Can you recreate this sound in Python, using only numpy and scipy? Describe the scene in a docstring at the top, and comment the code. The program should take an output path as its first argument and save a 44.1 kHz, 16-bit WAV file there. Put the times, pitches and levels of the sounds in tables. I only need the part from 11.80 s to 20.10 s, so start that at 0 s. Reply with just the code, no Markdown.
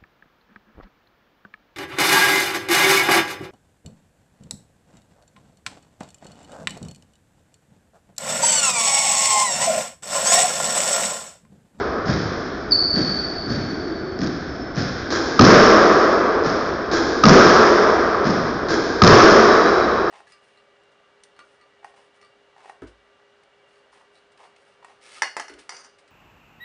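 """A squash ball smacks the front wall of a hard, echoing court, heard from the floor by that wall.
Each smack booms the panel, overloads the microphone and rings for seconds. One player walks back with
thudding steps and squeaking soles; the other drives the ball three times from the far end, a racquet
pop before each smack. The ball bounces on the boards before each stroke. Ventilation rushes
throughout, and a faint hollow swell rises once."""
import sys
import numpy as np
from scipy import signal
from scipy.fft import rfft, irfft, next_fast_len
from scipy.io import wavfile
from scipy.ndimage import uniform_filter1d

SR = 44100
rng = np.random.default_rng(int(sys.argv[2]) if len(sys.argv) > 2 else 0)


def to_wav(sig):
    """Store sig (one row per channel, or 1-D mono) as 16-bit WAV at the path in sys.argv[1].

    Samples outside -1..1 are clipped; the rate is SR.
    """
    pcm = np.clip(np.atleast_2d(sig), -1, 1) * 32767
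    pcm = np.round(pcm).astype(np.int16)
    wavfile.write(sys.argv[1], SR, pcm.T)  # frames by channels


N = 366030


def from_db(db):
    """Decibels to gain."""
    return np.exp(np.asarray(db) * np.log(10) / 20)


def at_hz(points, hz):
    """Read a table on a log-frequency axis."""
    known_hz, values = np.transpose(points)
    return np.interp(np.log(np.maximum(hz, 1)), np.log(known_hz), values)


def unit_energy(x):
    """Scale to an energy of one."""
    return x / np.sqrt(np.sum(x ** 2) + 1e-20)


def add(out, start_s, sound):
    """Mix a sound in, dropping what falls outside the scene."""
    start = round(start_s * SR)
    sound = sound[max(-start, 0):]
    start = max(start, 0)
    out[start:start + len(sound)] += sound[:N - start]


def coloured(x, colour):
    """Filter by a curve of (Hz, dB) points."""
    size = next_fast_len(len(x), True)
    gain = from_db(at_hz(colour, np.fft.rfftfreq(size, 1 / SR)))
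    return irfft(rfft(x, size) * gain, size)[:len(x)]


def contact(colour, tilt_db_per_oct=0, edge_hz=6900, fall_db_per_oct=75, size=4096):
    """A minimum-phase knock, too slow to excite much above edge_hz."""
    hz = np.fft.rfftfreq(size, 1 / SR) + 1
    db = at_hz(colour, hz) + tilt_db_per_oct * np.log2(hz + 20)
    db -= fall_db_per_oct * np.log2(np.maximum(hz / edge_hz, 1))
    cepstrum = irfft(np.log(from_db(db)))
    causal = 2 * cepstrum[:size // 2] * (np.arange(size // 2) > 0)
    return unit_energy(irfft(np.exp(rfft(causal, size))))


def burst(t60_s, size=4096):
    """Exponentially decaying noise."""
    t = np.arange(size) / SR
    return unit_energy(rng.standard_normal(size) * from_db(-60 * t / t60_s))


# Each row: delay in seconds, level in dB against the direct sound.
ECHOES = [(.0165, 0), (.026, -5), (.047, -5), (.0555, .5)]

def first_echoes(scatter_s):
    """Direct sound plus smeared returns off side walls, ceiling and glass back wall."""
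    out = np.zeros(SR // 4)
    for delay_s, db in [(0, 0)] + ECHOES:
        add(out, delay_s, from_db(db) * burst(scatter_s))
    return out


# Each row: frequency in Hz, reverberation time in seconds.
COURT_T60 = [(60, 1.8), (180, 2.4), (380, 4.0), (800, 4.3), (1300, 4.0), (2800, 3.1), (4500, 2.5),
             (6500, 2.0)]

def court(direct_db, build_s, scatter_s, length=4 * SR, frame=512):
    """Room response: first echoes, then a diffuse tail that builds up and dies by band."""
    hz = np.fft.rfftfreq(frame, 1 / SR)
    t = np.arange(0, length + frame, frame // 2) / SR
    noise = rng.standard_normal((len(hz), 2 * len(t))).view(complex)
    decay = from_db(-60 * t / at_hz(COURT_T60, hz)[:, None])
    tail = signal.istft(noise * decay, SR, nperseg=frame)[1][:length]
    response = unit_energy(tail * np.tanh(np.arange(length) / SR / build_s))
    add(response, 0, from_db(direct_db) * first_echoes(scatter_s))
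    return response


def ball_ping(hz, t60_s, swell_s):
    """The hollow ball rings as it squashes and springs back."""
    t = np.arange(SR // 4) / SR
    envelope = from_db(-60 * t / t60_s) * (1 - np.exp(-t / swell_s)) ** 2
    return unit_energy(np.sin(2 * np.pi * hz * t) * envelope)


# Spectrum of a slap on a hard surface. Each row: frequency in Hz, level in dB.
SLAP_COLOUR = [(60, -2), (250, 3), (420, 4), (640, 1), (900, -6), (1250, -1), (1650, 3), (2200, -8),
               (2800, -11), (4000, -8), (5400, -4.5), (7000, -8)]

def crack(tilt_db_per_oct, scatter_s):
    """A hard click with its first echoes."""
    return signal.fftconvolve(contact(SLAP_COLOUR, tilt_db_per_oct), first_echoes(scatter_s))


def boom(hz, t60_s, spread):
    """A large wooden panel: a crowd of low modes around one pitch."""
    band = signal.butter(2, [hz / (1 + spread), hz * (1 + spread)], "band", fs=SR, output="sos")
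    return unit_energy(signal.sosfilt(band, burst(t60_s, size=32768)))


# Spectrum of the ball on the wall. Each row: frequency in Hz, level in dB.
SMACK_COLOUR = [(40, -13), (125, -15), (220, .3), (275, -4.5), (350, 3), (430, 3.5), (540, -2.5),
                (650, -2.5), (830, -8.5), (1230, -1.5), (1420, -6), (1650, -6.5), (2200, -18.5),
                (2900, -22.5), (4200, -21.5), (5400, -15.5)]
# Each row: start in seconds, relative level in dB, panel pitch in Hz. The first only leaves its tail.
SMACKS = [(-1.25, 28.3, 150), (3.592, 28.9, 180), (5.436, 28.6, 190), (7.218, 29.7, 128)]

def wall_smacks(room_db=4.9, ping_db=-5.5, crack_db=-14, boom_db=1):
    """Close by, the ball pings and cracks, the wall booms and the court rings."""
    out = np.zeros(N)
    for start_s, db, panel_hz in SMACKS:
        room = court(direct_db=-16, build_s=.08, scatter_s=.025)
        smack = signal.oaconvolve(contact(SMACK_COLOUR, tilt_db_per_oct=.05), room)
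        add(out, start_s + .002, from_db(db + room_db) * smack)
        add(out, start_s - .0007, from_db(db + ping_db) * ball_ping(hz=1250, t60_s=.02, swell_s=.004))
        add(out, start_s + .002, from_db(db + crack_db) * crack(tilt_db_per_oct=4, scatter_s=.012))
        boom_gain = from_db(db + boom_db) * panel_hz / 190  # radiates in proportion to pitch
        add(out, start_s + .004, boom_gain * boom(panel_hz, t60_s=.8, spread=.48))
    return out


# Each row: start in seconds, relative weight in dB, thud pitch in Hz, relative tick level in dB.
STEPS = [(-.45, 9.5, 240, -10), (.256, 10, 135, -4), (1.137, 9, 210, -8), (1.678, 7, 155, -8),
         (2.39, 7.5, 215, 1.5), (2.95, 5.5, 160, -4)]

def footsteps(thud_db=5.5, slap_db=.8, tick_db=-10, heel_db=-4, toe_lag_s=.026, fade_db_per_s=1.6):
    """Heel, then toe, slap and thud on the sprung floor; slaps fade as the walker slows and recedes."""
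    slaps, near = np.zeros((2, N))
    lead_s = 1  # the court already rings at time zero
    for start_s, weight_db, thud_hz, crisp_db in STEPS:
        sole_db = weight_db + slap_db - fade_db_per_s * start_s
        for at_s, part_db in ((start_s, heel_db), (start_s + toe_lag_s, 0)):
            thud = boom(thud_hz, t60_s=.85, spread=.52)
            tick = crack(tilt_db_per_oct=3, scatter_s=.016)
            add(slaps, at_s + lead_s, from_db(sole_db + part_db) * contact(SLAP_COLOUR))
            add(near, at_s, from_db(weight_db + thud_db + part_db) * thud)
            add(near, at_s, from_db(crisp_db + tick_db + part_db) * tick)
    room = court(direct_db=-14, build_s=.008, scatter_s=.03)
    return near + signal.fftconvolve(slaps, room)[lead_s * SR:][:N]


# Each row: frequency in Hz, relative noise density in dB.
AIR_COLOUR = [(20, -14), (45, -9), (65, 1), (100, -5), (170, -5), (270, 1.5), (400, -1), (540, -10),
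              (690, -6), (920, -15), (1520, -10), (2600, -31), (5200, -30), (6800, -36), (7600, -52)]

def ventilation(rms_db=-30):
    """A steady low rush of air fills the hall."""
    rush = coloured(rng.standard_normal(N), AIR_COLOUR)
    return from_db(rms_db) * np.sqrt(N) * unit_energy(rush)


# Each row: start and length in seconds, lowest pitch in Hz, initial pitch excess as a fraction,
# relative level in dB.
SQUEAKS = [(.909, .008, 4750, .12, -18), (.918, .019, 4420, .10, -7.7), (2.68, .16, 5260, .019, -49.5),
           (7.68, .1, 3870, .045, -35)]

def shoe_squeaks(grip_at=.27, rebound=.38, waver=.002, room_db=5, direct_db=-.3):
    """Rubber stick-slip: a whistle that drops in pitch, then climbs partway back as the sole grips."""
    out = np.zeros(N)
    for start_s, length_s, low_hz, excess, db in SQUEAKS:
        t = np.arange(int(length_s * SR)) / SR
        wobble = uniform_filter1d(rng.standard_normal(SR), size=100)
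        glide = np.interp(t / length_s, [0, grip_at, 1], [1, 0, rebound])
        hz = low_hz * (1 + excess * glide) * (1 + waver * wobble[:len(t)] / wobble.std())
        envelope = np.tanh(t / .002) * np.tanh((length_s - t) / .003)
        add(out, start_s, from_db(db) * envelope * np.sin(2 * np.pi * np.cumsum(hz) / SR))
    room = court(direct_db=-22, build_s=.025, scatter_s=.01)
    return from_db(direct_db) * out + from_db(room_db) * signal.fftconvolve(out, room)[:N]


def low_swell(start_s=1.7, length_s=.8, from_hz=250, to_hz=410, half_width_hz=45, db=-29):
    """A dull, hollow rush swells briefly and climbs in pitch."""
    progress = np.linspace(0, 1, int(length_s * SR))
    lowpass = signal.butter(2, half_width_hz, fs=SR, output="sos")
    grain = signal.sosfilt(lowpass, rng.standard_normal((2, 2 * SR)))
    phase = 2 * np.pi * np.cumsum(from_hz + (to_hz - from_hz) * progress) / SR
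    rush = np.sum(grain[:, :len(phase)] * [np.sin(phase), np.cos(phase)], axis=0) / grain.std()
    out = np.zeros(N)
    add(out, start_s, from_db(db) * rush * np.sin(np.pi * progress))
    return out


# Each row: start in seconds, relative tap level in dB, relative thud level in dB.
BOUNCES = [(2.958, 1.5, 0), (4.637, 2, 1.5), (6.443, 2.5, 11.5)]

def floor_bounces(slap_db=9, thud_db=6.5, tick_db=-12.5, thud_hz=185):
    """The ball taps the boards, which thud under it."""
    slaps, near = np.zeros((2, N))
    for start_s, tap_db, boards_db in BOUNCES:
        add(slaps, start_s + .008, from_db(tap_db + slap_db) * contact(SLAP_COLOUR))
        add(near, start_s + .01, from_db(boards_db + thud_db) * boom(thud_hz, t60_s=1.05, spread=.5))
        add(near, start_s, from_db(tap_db + tick_db) * crack(tilt_db_per_oct=3, scatter_s=.016))
    room = court(direct_db=-14, build_s=.015, scatter_s=.03)
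    return near + signal.fftconvolve(slaps, room)[:N]


# Spectrum of the ball on the strings. Each row: frequency in Hz, level in dB.
STROKE_COLOUR = [(50, -16), (150, -11), (340, 8), (460, 6.5), (580, -4.5), (850, -4), (1200, -2.5),
                 (1430, -5), (1600, 2.5), (1900, -12), (2900, -18.5), (4000, -11.5), (6300, -8), (7200, -7)]
# Each row: start in seconds, relative level in dB, tilt in dB per octave.
STROKES = [(3.304, 9.5, .2), (5.114, 12, -.7), (6.885, 11, -.8)]

def racquet_strokes(pop_db=8.8, crack_db=-16):
    """The strings pop at the far end and arrive mostly as reverberation."""
    pops, cracks = np.zeros((2, N))
    for start_s, db, tilt_db_per_oct in STROKES:
        add(pops, start_s, from_db(db + pop_db) * contact(STROKE_COLOUR, tilt_db_per_oct))
        add(cracks, start_s + .01, from_db(db + crack_db) * crack(tilt_db_per_oct=-.5, scatter_s=.03))
    room = court(direct_db=-13, build_s=.018, scatter_s=.07)
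    return cracks + signal.fftconvolve(pops, room)[:N]


def scene():
    """All sources summed to mono."""
    rally = wall_smacks() + racquet_strokes() + floor_bounces()
    return (rally + footsteps() + shoe_squeaks() + low_swell() + ventilation())[None]


# Dips and peaks of the microphone's port. Each row: centre in Hz, width in Hz, gain in dB.
MIC_PORT = [(900, 160, -2.2), (1830, 160, -1.2), (2820, 350, -5), (5200, 500, 3.2)]
# The microphone's dull top. Each row: frequency in Hz, gain in dB.
MIC_ROLLOFF = [(20, 0), (4500, -.3), (5400, -1.5), (6200, -8.5), (7000, -16.5), (8000, -27), (8800, -31)]

def record(dry, clip_level=.73, stopband_hz=9400):
    """The port colours the sound, the input clips on the smacks, and the treble is rolled off and cut."""
    hz = np.geomspace(20, 10000, 300)
    port_db = sum(db * np.exp(-2 * ((hz - centre_hz) / width_hz) ** 2)
                  for centre_hz, width_hz, db in MIC_PORT)
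    at_input = coloured(dry[0], np.column_stack([hz, port_db]))
    clipped = np.clip(at_input, -clip_level, clip_level)
    lowpass = signal.cheby2(14, 60, stopband_hz, fs=SR, output="sos")
    return signal.sosfilt(lowpass, coloured(clipped, MIC_ROLLOFF))[None]


dry = scene()
out = record(dry)
to_wav(out)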